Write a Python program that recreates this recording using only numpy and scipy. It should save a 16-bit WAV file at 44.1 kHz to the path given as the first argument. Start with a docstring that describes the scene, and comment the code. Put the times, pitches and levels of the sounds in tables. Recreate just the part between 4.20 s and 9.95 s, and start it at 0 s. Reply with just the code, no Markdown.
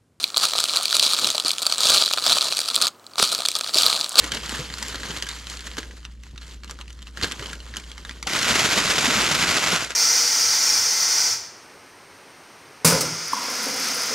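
"""A small room with an appliance humming, a stereo microphone close to a pair of hands.
First the fingers crinkle a paper bag and a small sachet: creases snap one by one over a bed of
small crackles, and the bag booms softly. Around two seconds in the handling thins, then picks up.
From about four seconds the closed bag is shaken and its contents rattle against the paper;
they settle under a few last snaps."""
import sys
import numpy as np
from scipy import signal
from scipy.fft import rfft, irfft, next_fast_len
from scipy.io import wavfile
from scipy.ndimage import uniform_filter1d, map_coordinates

SR = 44100
rng = np.random.default_rng(int(sys.argv[2]) if len(sys.argv) > 2 else 0)


def int16_out(signal):
    """Quantize to a 16-bit WAV file."""
    q = np.round(np.clip(np.atleast_2d(signal).T, -1, 1) * 32767)
    wavfile.write(sys.argv[1], SR, q.astype(np.int16))


N = 253575

# the appliance's motor tones: (frequency [Hz], level against the hum setting [dB])
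HUM_TONES = [(58.6, -4.5), (212, -27.5)]
# colour of the room's rumble: (frequency [Hz], level [dB])
RUMBLE_COLOUR = [(20, -24), (40, 13.5), (100, 5), (250, 0), (600, -16.5), (900, -48), (3000, -73)]
# how busily the fingers work: (time [s], crackle level [dB], wall boom against the crackle [dB])
HANDLING_LEVELS = [(0, -37, -6), (.3, -37, -8), (.55, -39.5, -11), (.9, -37, -6.5), (1.17, -40.5, -13.5),
                   (1.54, -43.5, -7), (1.75, -51.5, -1.5), (1.97, -62.5, -24), (2.2, -57.5, -13),
                   (2.32, -44, -8), (2.42, -63, -7), (2.5, -53, -2), (2.93, -58.5, -9.5),
                   (2.98, -40.5, -4.5), (3.3, -38, -5.5), (3.39, -49.5, -4), (3.7, -47.5, -8),
                   (4.06, -49.5, -3.5)]
# broad resonances of the open bag near the table: (frequency [Hz], level [dB])
OPEN_BAG_COLOUR = [(400, -18.5), (700, -10.5), (950, -3), (1500, 1), (2100, -0.5), (2400, -3.5),
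                   (3150, 1.5), (3600, -2), (4350, -0.5), (5500, -5.5), (7400, -4.5), (8200, -11),
                   (12300, -18.5), (14300, -30), (15500, -53)]
# colour of the bag's booming walls: (frequency [Hz], level [dB])
WALL_COLOUR = [(29, -22), (50, -1.5), (70, -5), (118, 1), (208, 2), (486, -0.5), (800, -12), (1040, -7),
               (1760, -120)]
# creases that flip: (time [s], level [dB], ring pitch [Hz], tick against the level [dB], length [ms])
CREASE_SNAPS = [(0.0415, -19, 1920.0, -1, 2.3), (0.0737, -30.5, 1260, 0, 7), (0.1185, -14, 3220, -3, 3.1),
                (0.1467, -17.5, 4680, -4.5, 3.9), (0.1696, -20.5, 2180, -10.0, 4.4),
                (0.232, -27, 3140.0, -8.0, 4.6), (0.2602, -18, 4330.0, -9, 1.3),
                (0.2932, -18.5, 3150, -0.5, 1.7), (0.346, -23.5, 1780, -9.0, 7.1),
                (0.5006, -27.0, 1980.0, -14.0, 3), (0.5392, -16, 4640, -8, 0.87),
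                (0.5822, -30, 1500, 3.5, 5.3), (0.6262, -18.5, 2110.0, 0.5, 3.3),
                (0.6822, -25, 2520.0, 6.5, 1.6), (0.7441, -24, 1590.0, -14.0, 1.6),
                (0.7563, -23.0, 4280, -4.5, 3.2), (0.8024, -34, 1790.0, 0, 2.4),
                (0.8324, -22.0, 1660.0, -12, 1.6), (0.906, -22.5, 3000, -20, 3.6),
                (0.9628, -26, 3200, -12, 3.7), (0.9724, -16.5, 3140.0, -12, 1.1),
                (1.0239, -15, 2940, -1.5, 1.8), (1.066, -28, 1650, -3, 5.3), (1.0881, -21, 3710, -0.5, 4),
                (1.1145, -25.0, 3940.0, -16.0, 0.95), (1.1284, -32, 1840, -14.0, 2.1),
                (1.2695, -18.5, 4000, -5.5, 0.77), (1.2982, -28, 4300, 3.5, 3.1),
                (1.3703, -27, 4460.0, -5, 3.3), (1.3926, -25, 3530, -9, 1.4),
                (1.4064, -28.0, 4390.0, -1, 1.7), (1.5143, -26.0, 4100, -19.0, 1.6),
                (1.5691, -20.5, 1750, -6, 1.1), (1.5823, -25, 1670, -10, 3.4),
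                (1.6066, -33, 3900.0, -4, 1.1), (1.6301, -23.5, 1720.0, -18, 1.1),
                (1.709, -36, 1740.0, -9, 3.8), (1.83, -34.5, 1700.0, -18.0, 1.1),
                (1.8456, -40, 1480, -7, 3), (1.851, -22, 2780, -11, 1.7), (2.0344, -35.5, 2580.0, -4, 3.1),
                (2.159, -39, 1570.0, -10.0, 3.2), (2.1777, -25, 3680, -16, 2), (2.2118, -40, 4200, -4, 5.7),
                (2.218, -35, 1780, -13.0, 2.3), (2.2298, -32, 4330, -8, 1.0),
                (2.4341, -30.0, 2240, -14, 2.7), (2.4448, -30, 2860.0, 1, 1.2),
                (2.4767, -38, 2900, -8, 4.4), (2.4962, -20.5, 1180.0, -24, 0.95),
                (2.5033, -40, 3140.0, 0, 2.8), (2.5102, -26, 1310.0, 6, 1.0),
                (2.5886, -33, 1470, -9.0, 1.6), (2.6114, -24.5, 2890.0, -12.0, 2.2),
                (2.6791, -36.5, 2600, -5, 2.7), (2.7038, -36.5, 3040.0, -1, 2.7),
                (2.728, -44, 3300, 5.5, 2.8), (2.79, -36, 4260, -12, 2), (2.8194, -39.5, 3170.0, -3, 3.9),
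                (2.8269, -28, 3720, -4, 0.62), (2.8698, -30, 2520.0, -15, 2.0),
                (2.9725, -19.5, 1760, -15, 1.9), (3.004, -27.5, 1840, -13.0, 1.3),
                (3.0125, -22.5, 2050.0, -7, 2.3), (3.0252, -17.5, 4450, -10, 3.0),
                (3.0319, -13.5, 4400, -15.5, 5.2), (3.0434, -15.5, 1600, -16, 2.3),
                (3.112, -20.5, 2140, -9, 2.8), (3.1202, -19, 2110, 1.5, 1.5),
                (3.193, -27.5, 2210, -11.0, 4.9), (3.2241, -25, 980, -19, 4.1),
                (3.2586, -22, 2540.0, -13, 2.1), (3.2936, -31, 3140, -8.0, 3.6),
                (3.3297, -27.5, 1590, -2, 4.9), (3.4025, -32.5, 4160.0, -11.0, 2.9),
                (3.465, -34, 1530.0, -10.0, 1.2), (3.4753, -36.5, 1460.0, -14, 3.2),
                (3.539, -26, 1650, -17, 1.7), (3.5486, -29, 1380.0, -13.0, 0.77),
                (3.56, -23, 1580, -12.0, 1.1), (3.5683, -20, 2970.0, 3.5, 1.74),
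                (3.6374, -35, 2150, -15, 4.4), (3.7158, -27, 3210.0, -7, 2.3),
                (3.7787, -27, 2150, -11.0, 2.8), (3.8495, -26.5, 1880, -9, 3.1),
                (3.8935, -22.0, 3150, -10.0, 2.1), (3.91, -23.5, 2430, -18.0, 2),
                (4.0271, -19, 4500, -5, 2.3), (4.0696, -17, 900.0, -10, 5.5),
                (4.1335, -9, 4350.0, -6.0, 1.5), (4.1895, -13.5, 4660, -2, 1.9),
                (4.2294, -8.5, 4380, -5, 1.5), (5.4621, -12.5, 2170, -11, 3.4),
                (5.5599, -13.5, 1540, -2, 2.8), (5.6458, -19.5, 5120.0, -2, 2.4),
                (5.705, -19, 1660.0, -4, 2.5), (5.7189, -19.5, 1940, -17, 1.5)]
# the small room's decay: (frequency [Hz], time to fall 60 dB [s])
ROOM_DECAY = [(200, 0.23), (2000, 0.077), (10000, 0.034)]
# soft bumps of the whole bag: (time [s], level [dB], pitch [Hz])
BAG_BUMPS = [(0.046, -32.5, 310), (0.173, -35.5, 243), (0.334, -32, 222), (0.402, -27.5, 147),
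             (0.41, -34, 497), (0.507, -38.5, 153), (0.623, -40, 202), (0.751, -35.5, 286),
             (0.91, -34.5, 161), (0.989, -47, 86), (1.588, -31, 420), (2.142, -39.5, 124), (3.04, -24, 87),
             (3.046, -34, 250), (3.204, -32, 124), (3.23, -34, 412), (4.074, -30, 780), (4.312, -22.5, 218),
             (4.453, -28, 209), (4.579, -26, 213), (4.887, -22.5, 252), (4.978, -26, 218),
             (5.121, -25.5, 161), (5.286, -26, 151), (5.541, -27, 163)]
# runs of creases giving way, or contents sliding on the paper: (time [s], level [dB], length [s])
RUSTLE_SURGES = [(0.149, -32.5, 0.067), (0.352, -33, 0.19), (0.66, -37, 0.22), (0.851, -34.5, 0.039),
                 (0.962, -37, 0.053), (1.1, -39, 0.05), (1.327, -37.5, 0.086), (1.468, -35, 0.032),
                 (1.586, -30, 0.016), (1.775, -47, 0.029), (1.919, -53.5, 0.023), (2.067, -51, 0.059),
                 (2.112, -51.5, 0.005), (2.232, -48, 0.046), (2.516, -50, 0.058), (2.606, -48, 0.028),
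                 (2.701, -53, 0.026), (2.879, -48.5, 0.044), (3.04, -27, 0.035), (3.24, -42, 0.032),
                 (3.578, -41.5, 0.074), (3.882, -48, 0.041), (4.16, -21.5, 0.031), (4.23, -24, 0.031),
                 (4.301, -20.5, 0.087), (4.36, -20, 0.025), (4.398, -19, 0.038), (4.453, -18.5, 0.029),
                 (4.528, -20.5, 0.043), (4.582, -18.5, 0.034), (4.655, -19.5, 0.016), (4.709, -19.5, 0.042),
                 (4.785, -17.5, 0.014), (4.855, -18.5, 0.034), (4.937, -25.5, 0.043), (5.014, -22.5, 0.22),
                 (5.119, -20.5, 0.02), (5.151, -21, 0.0059), (5.222, -21.5, 0.049), (5.304, -22, 0.078),
                 (5.37, -22, 0.044), (5.43, -24, 0.022), (5.486, -21.5, 0.036), (5.535, -21, 0.038),
                 (5.622, -28, 0.077), (5.709, -32.5, 0.022)]
# colour of the closed bag, struck from inside: (frequency [Hz], level [dB])
CLOSED_BAG_COLOUR = [(350, -60), (600, -6.5), (820, -7), (1490, 0), (1760, -4.5), (2040, -1.5), (7240, -8),
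                     (8400, -15.5), (12300, -21.5), (14300, -37), (15500, -105)]
# how alike left and right are at the microphone: (frequency [Hz], correlation [0-1])
STEREO_LIKENESS = [(100, 0.95), (600, 0.93), (1400, 0.89), (3100, 0.91), (7000, 0.82), (14000, 0.27)]
# phase between the microphone's two ports: (frequency [Hz], lead of the left port [rad])
PORT_LEAD = [(300, 0), (1500, -.25), (3600, -.8), (4600, -.5), (8400, -.4), (10500, 0)]

HUM_DB, HUM_SHAKEN_DB = -37, -46
CRACK_BELOW_HZ, TICK_BAND_HZ = 5600, (5400, 12600)
THIN_BELOW = 0.39  # a crack has little body below this share of its pitch
RING_WANDER = 0.15  # random phase step of a panel's ring [rad per sample]
AFTER_DB, AFTER_T60_S = -20, 0.075  # crackles after each snap, level against the snap
SKIRT_DB, GATHER_S, TRAIL_S = -6, 0.0057, 0.032  # each surge gathers and trails off at a lower level
PUFF_DB, PUFF_T60_S = 1.5, 0.086  # the walls' puff in a bump, level against its tone
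SHAKE_FROM_S, SHAKE_SWELL_S, SHAKE_UNTIL_S = 4.0698, 0.23, 5.552
SHAKE_DB, SHAKE_ONSET_DB, SHAKE_BOOM_DB = -23, -4.5, -11.5  # full rattle; onset and boom against it
SETTLE_DB_PER_S = 118
PEAK_CEILING, TOP_HZ = 0.7, 16000


def amp(db):
    return 10 ** (np.asarray(db) / 20)


def unit_rms(x):
    return x / np.sqrt(np.mean(x ** 2) + 1e-20)


def unit_energy(x):
    return x / np.linalg.norm(x, axis=-1, keepdims=True)


def along(points, hz):
    """Read (frequency, value) points on a log frequency axis."""
    freqs, values = np.transpose(points)
    return np.interp(np.log(hz + 1), np.log(freqs + 1), values)


def wobble(rate):
    """A smooth random curve, rate knots a second."""
    knots = rng.standard_normal(int(N * rate / SR) + 4)
    return map_coordinates(knots, [np.arange(N) * rate / SR])


def filtered(x, response):
    """Filter x by a function of frequency."""
    size = next_fast_len(x.shape[-1] + 8192)
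    return irfft(rfft(x, size) * response(np.fft.rfftfreq(size, 1 / SR)), size)[..., :x.shape[-1]]


def coloured(x, colour):
    return filtered(x, lambda hz: amp(along(colour, hz)))


def impulse_response(colour, size=2048):
    """The shortest (minimum-phase) response with this colour."""
    cepstrum = irfft(np.log(amp(along(colour, np.fft.rfftfreq(size, 1 / SR))) + 1e-6))
    cepstrum[1:size // 2] *= 2
    cepstrum[size // 2 + 1:] = 0
    return unit_energy(irfft(np.exp(rfft(cepstrum))))


def spread(pair):
    """Two unrelated signals become left and right, most alike in the bass."""
    turn = lambda hz: np.arccos(np.clip(along(STEREO_LIKENESS, hz), -1, 1)) / 2
    mid, side = filtered(pair, lambda hz: np.array([np.cos(turn(hz)), np.sin(turn(hz))]))
    return np.array([mid + side, mid - side])


def crackle(colour, per_second, spread_db, t60, bed, patchy_db, frame):
    """Tiny uneven bursts over a bed of noise, patchy in colour, the level evened out over 50 ms."""
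    t = np.arange(SR // 10) / SR
    starts = rng.random(N) < per_second / SR
    strengths = amp(spread_db * np.minimum(rng.exponential(size=N), 2.5))
    burst_power = signal.fftconvolve(starts * strengths ** 2, amp(-60 * t / t60) ** 2)[:N]
    envelope = np.sqrt(np.abs(burst_power) + bed ** 2)
    spectra = signal.stft(envelope * rng.standard_normal((2, N)), nperseg=frame)[2]
    patches = uniform_filter1d(uniform_filter1d(rng.standard_normal(spectra.shape[1:]), 3, 0), 3, 1)
    patchy = signal.istft(spectra * amp(patchy_db * unit_rms(patches)), nperseg=frame)[1][:, :N]
    paper = coloured(patchy, colour)
    local_power = uniform_filter1d(np.mean(paper ** 2, 0), SR // 20)
    return unit_rms(paper / np.sqrt(np.abs(local_power) + 1e-9))


def appliance_hum(t):
    """A wavering motor hum over the room's rumble; both are fainter once the shaking starts."""
    hum = np.zeros(N)
    for hz, db in HUM_TONES:
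        hum += np.sqrt(2) * amp(db + wobble(22.8)) * np.sin(2 * np.pi * hz * t + .1 * wobble(7))
    rumble = unit_rms(coloured(rng.standard_normal((2, N)), RUMBLE_COLOUR))
    level_db = uniform_filter1d(np.where(t < SHAKE_FROM_S, HUM_DB, HUM_SHAKEN_DB) * 1., SR // 40)
    return amp(level_db) * (hum + amp(-13.5) * spread(rumble))


def finger_crinkle():
    """Fingers, close to the microphone, make small creases give way sparsely."""
    return crackle(OPEN_BAG_COLOUR, 600, spread_db=3, t60=0.011, bed=0.93, patchy_db=2.5, frame=128)


def wall_boom():
    """The bag's walls boom as the paper moves."""
    return crackle(WALL_COLOUR, 130, spread_db=3.5, t60=0.018, bed=0.94, patchy_db=2, frame=512)


def rustle_envelope(t, effort_db):
    """The paper follows the hands' effort, with surges and a run of crackles after each snap."""
    flutter_db = np.where(t < SHAKE_FROM_S, 1.7, 0.8) * wobble(32)
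    power = amp(effort_db + flutter_db) ** 2
    for at, db, length in RUSTLE_SURGES:
        near = slice(max(round((at - .2) * SR), 0), round((at + .2) * SR))
        age = t[near] - at
        power[near] += amp(db) ** 2 * np.exp(-(3 * age / length) ** 2)
        power[near] += amp(db + SKIRT_DB) ** 2 * np.exp(-2 * np.maximum(-age / GATHER_S, age / TRAIL_S))
    for at, db, *_ in CREASE_SNAPS:
        after = slice(round(at * SR), round(at * SR) + SR // 4)
        power[after] += amp(db + AFTER_DB - 60 * (t[after] - at) / AFTER_T60_S) ** 2
    return np.sqrt(power)


def crease_snaps():
    """A crease flips: a brief crack with a weaker tail, a brighter tick and the nearest panel's ring."""
    cracks, ticks = np.zeros((2, 2, N + SR))
    t = np.arange(SR // 20) / SR
    tail = (1 - np.exp(-t / 0.00023)) * amp(-60 * t / 0.016)
    for at, db, hz, tick_db, length_ms in CREASE_SNAPS:
        crack_noise, tail_noise, tick_noise, phase_noise = rng.standard_normal((4, 2, len(t)))
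        rise_s = length_ms / 2450
        pulse = t / rise_s * np.exp(1 - t / rise_s)
        strength = np.linalg.norm(pulse)
        phase = 2 * np.pi * (hz * t + rng.random((2, 1))) + np.cumsum(RING_WANDER * phase_noise, axis=1)
        ring = (pulse + 0.18 * tail) * np.sin(phase)
        crack = strength * (unit_energy(pulse * crack_noise) + 0.32 * unit_energy(ring))
        crack += 1.7 * unit_energy(tail * tail_noise)
        low_cut = signal.butter(1, hz * THIN_BELOW, "high", fs=SR)
        span = slice(round(at * SR), round(at * SR) + len(t))
        cracks[:, span] += amp(db - 4) * signal.lfilter(*low_cut, crack)
        ticks[:, span] += amp(db + tick_db) * strength * unit_energy((pulse + 0.17 * tail) * tick_noise)
    # cracks excite the bag's lower resonances, ticks the upper ones
    lower = signal.lfilter(*signal.butter(3, CRACK_BELOW_HZ, "low", fs=SR), cracks)
    upper = signal.lfilter(*signal.butter(2, TICK_BAND_HZ, "band", fs=SR), ticks)
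    return signal.fftconvolve(lower + upper, impulse_response(OPEN_BAG_COLOUR)[None], axes=1)[:, :N]


def room_reverb(direct):
    """The small room answers just after the direct sound, its treble dying first."""
    hz, t, spectra = signal.stft(rng.standard_normal((2, SR // 2)), SR, nperseg=256)
    decay = amp(-60 * t / along(ROOM_DECAY, hz)[:, None])
    tail = signal.istft(spectra * decay, SR, nperseg=256)[1]
    delayed = np.pad(direct, ((0, 0), (150, 0)))  # 3.4 ms
    return signal.fftconvolve(delayed, tail / np.linalg.norm(tail[0]), axes=1)[:, :N]


def bag_bumps():
    """A few soft cycles of the air inside the bag, with a broad puff from its walls."""
    bumps, t = np.zeros(N + SR), np.arange(SR // 10) / SR
    swell = (t / 0.01) ** 2 * np.exp(1.96 * (1 - t / 0.0094))
    for at, db, hz in BAG_BUMPS:
        walls = unit_rms(coloured(rng.standard_normal(len(t)), WALL_COLOUR))
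        puff = amp(PUFF_DB - 60 * t / PUFF_T60_S) * (1 - np.exp(-t / .006)) ** 2 * walls
        tone = swell * np.sin(2 * np.pi * (hz * t + rng.random()))
        bumps[round((at - .012) * SR):][:len(t)] += amp(db - 0.5) * (tone + puff)
    return bumps[:N]


def contents_rattle():
    """Tumbling contents strike the closed bag densely."""
    return crackle(CLOSED_BAG_COLOUR, 1800, spread_db=3.5, t60=0.0099, bed=1.11, patchy_db=.5, frame=256)


def shaking_db(t):
    """The shaking swells, holds and stops; the contents settle."""
    swell_db = SHAKE_ONSET_DB * np.clip(1 - (t - SHAKE_FROM_S) / SHAKE_SWELL_S, 0, 1)
    return SHAKE_DB + swell_db - SETTLE_DB_PER_S * np.maximum(t - SHAKE_UNTIL_S, 0)


def scene():
    """Paper up close, crinkled and then shaken; a little room on the snaps, the hum behind."""
    t = np.arange(N) / SR
    crinkling = t < SHAKE_FROM_S
    times, finger_db, wall_db = np.transpose(HANDLING_LEVELS)
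    effort_db = np.where(crinkling, np.interp(t, times, finger_db), shaking_db(t))
    boom_db = np.where(crinkling, np.interp(t, times, wall_db), SHAKE_BOOM_DB)
    snaps = crease_snaps()
    envelope = rustle_envelope(t, effort_db)
    crackles = np.where(crinkling, finger_crinkle(), contents_rattle())
    rustle = envelope * (crackles + amp(boom_db) * wall_boom())
    paper = spread(rustle + snaps + amp(-10) * room_reverb(snaps))
    balance = amp([[-.2], [.2]])  # a touch to the right
    return balance * paper + bag_bumps() + appliance_hum(t)


def record(dry):
    """The camera's microphone: two ports a little apart in phase, peaks rounded, top treble cut."""
    ports = filtered(dry, lambda hz: np.exp(.5j * np.outer([1, -1], along(PORT_LEAD, hz))))
    rounded = ports / (1 + np.abs(ports / PEAK_CEILING) ** 3) ** (1 / 3)
    return filtered(rounded, lambda hz: hz < TOP_HZ)


dry = scene()
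out = record(dry)
int16_out(out)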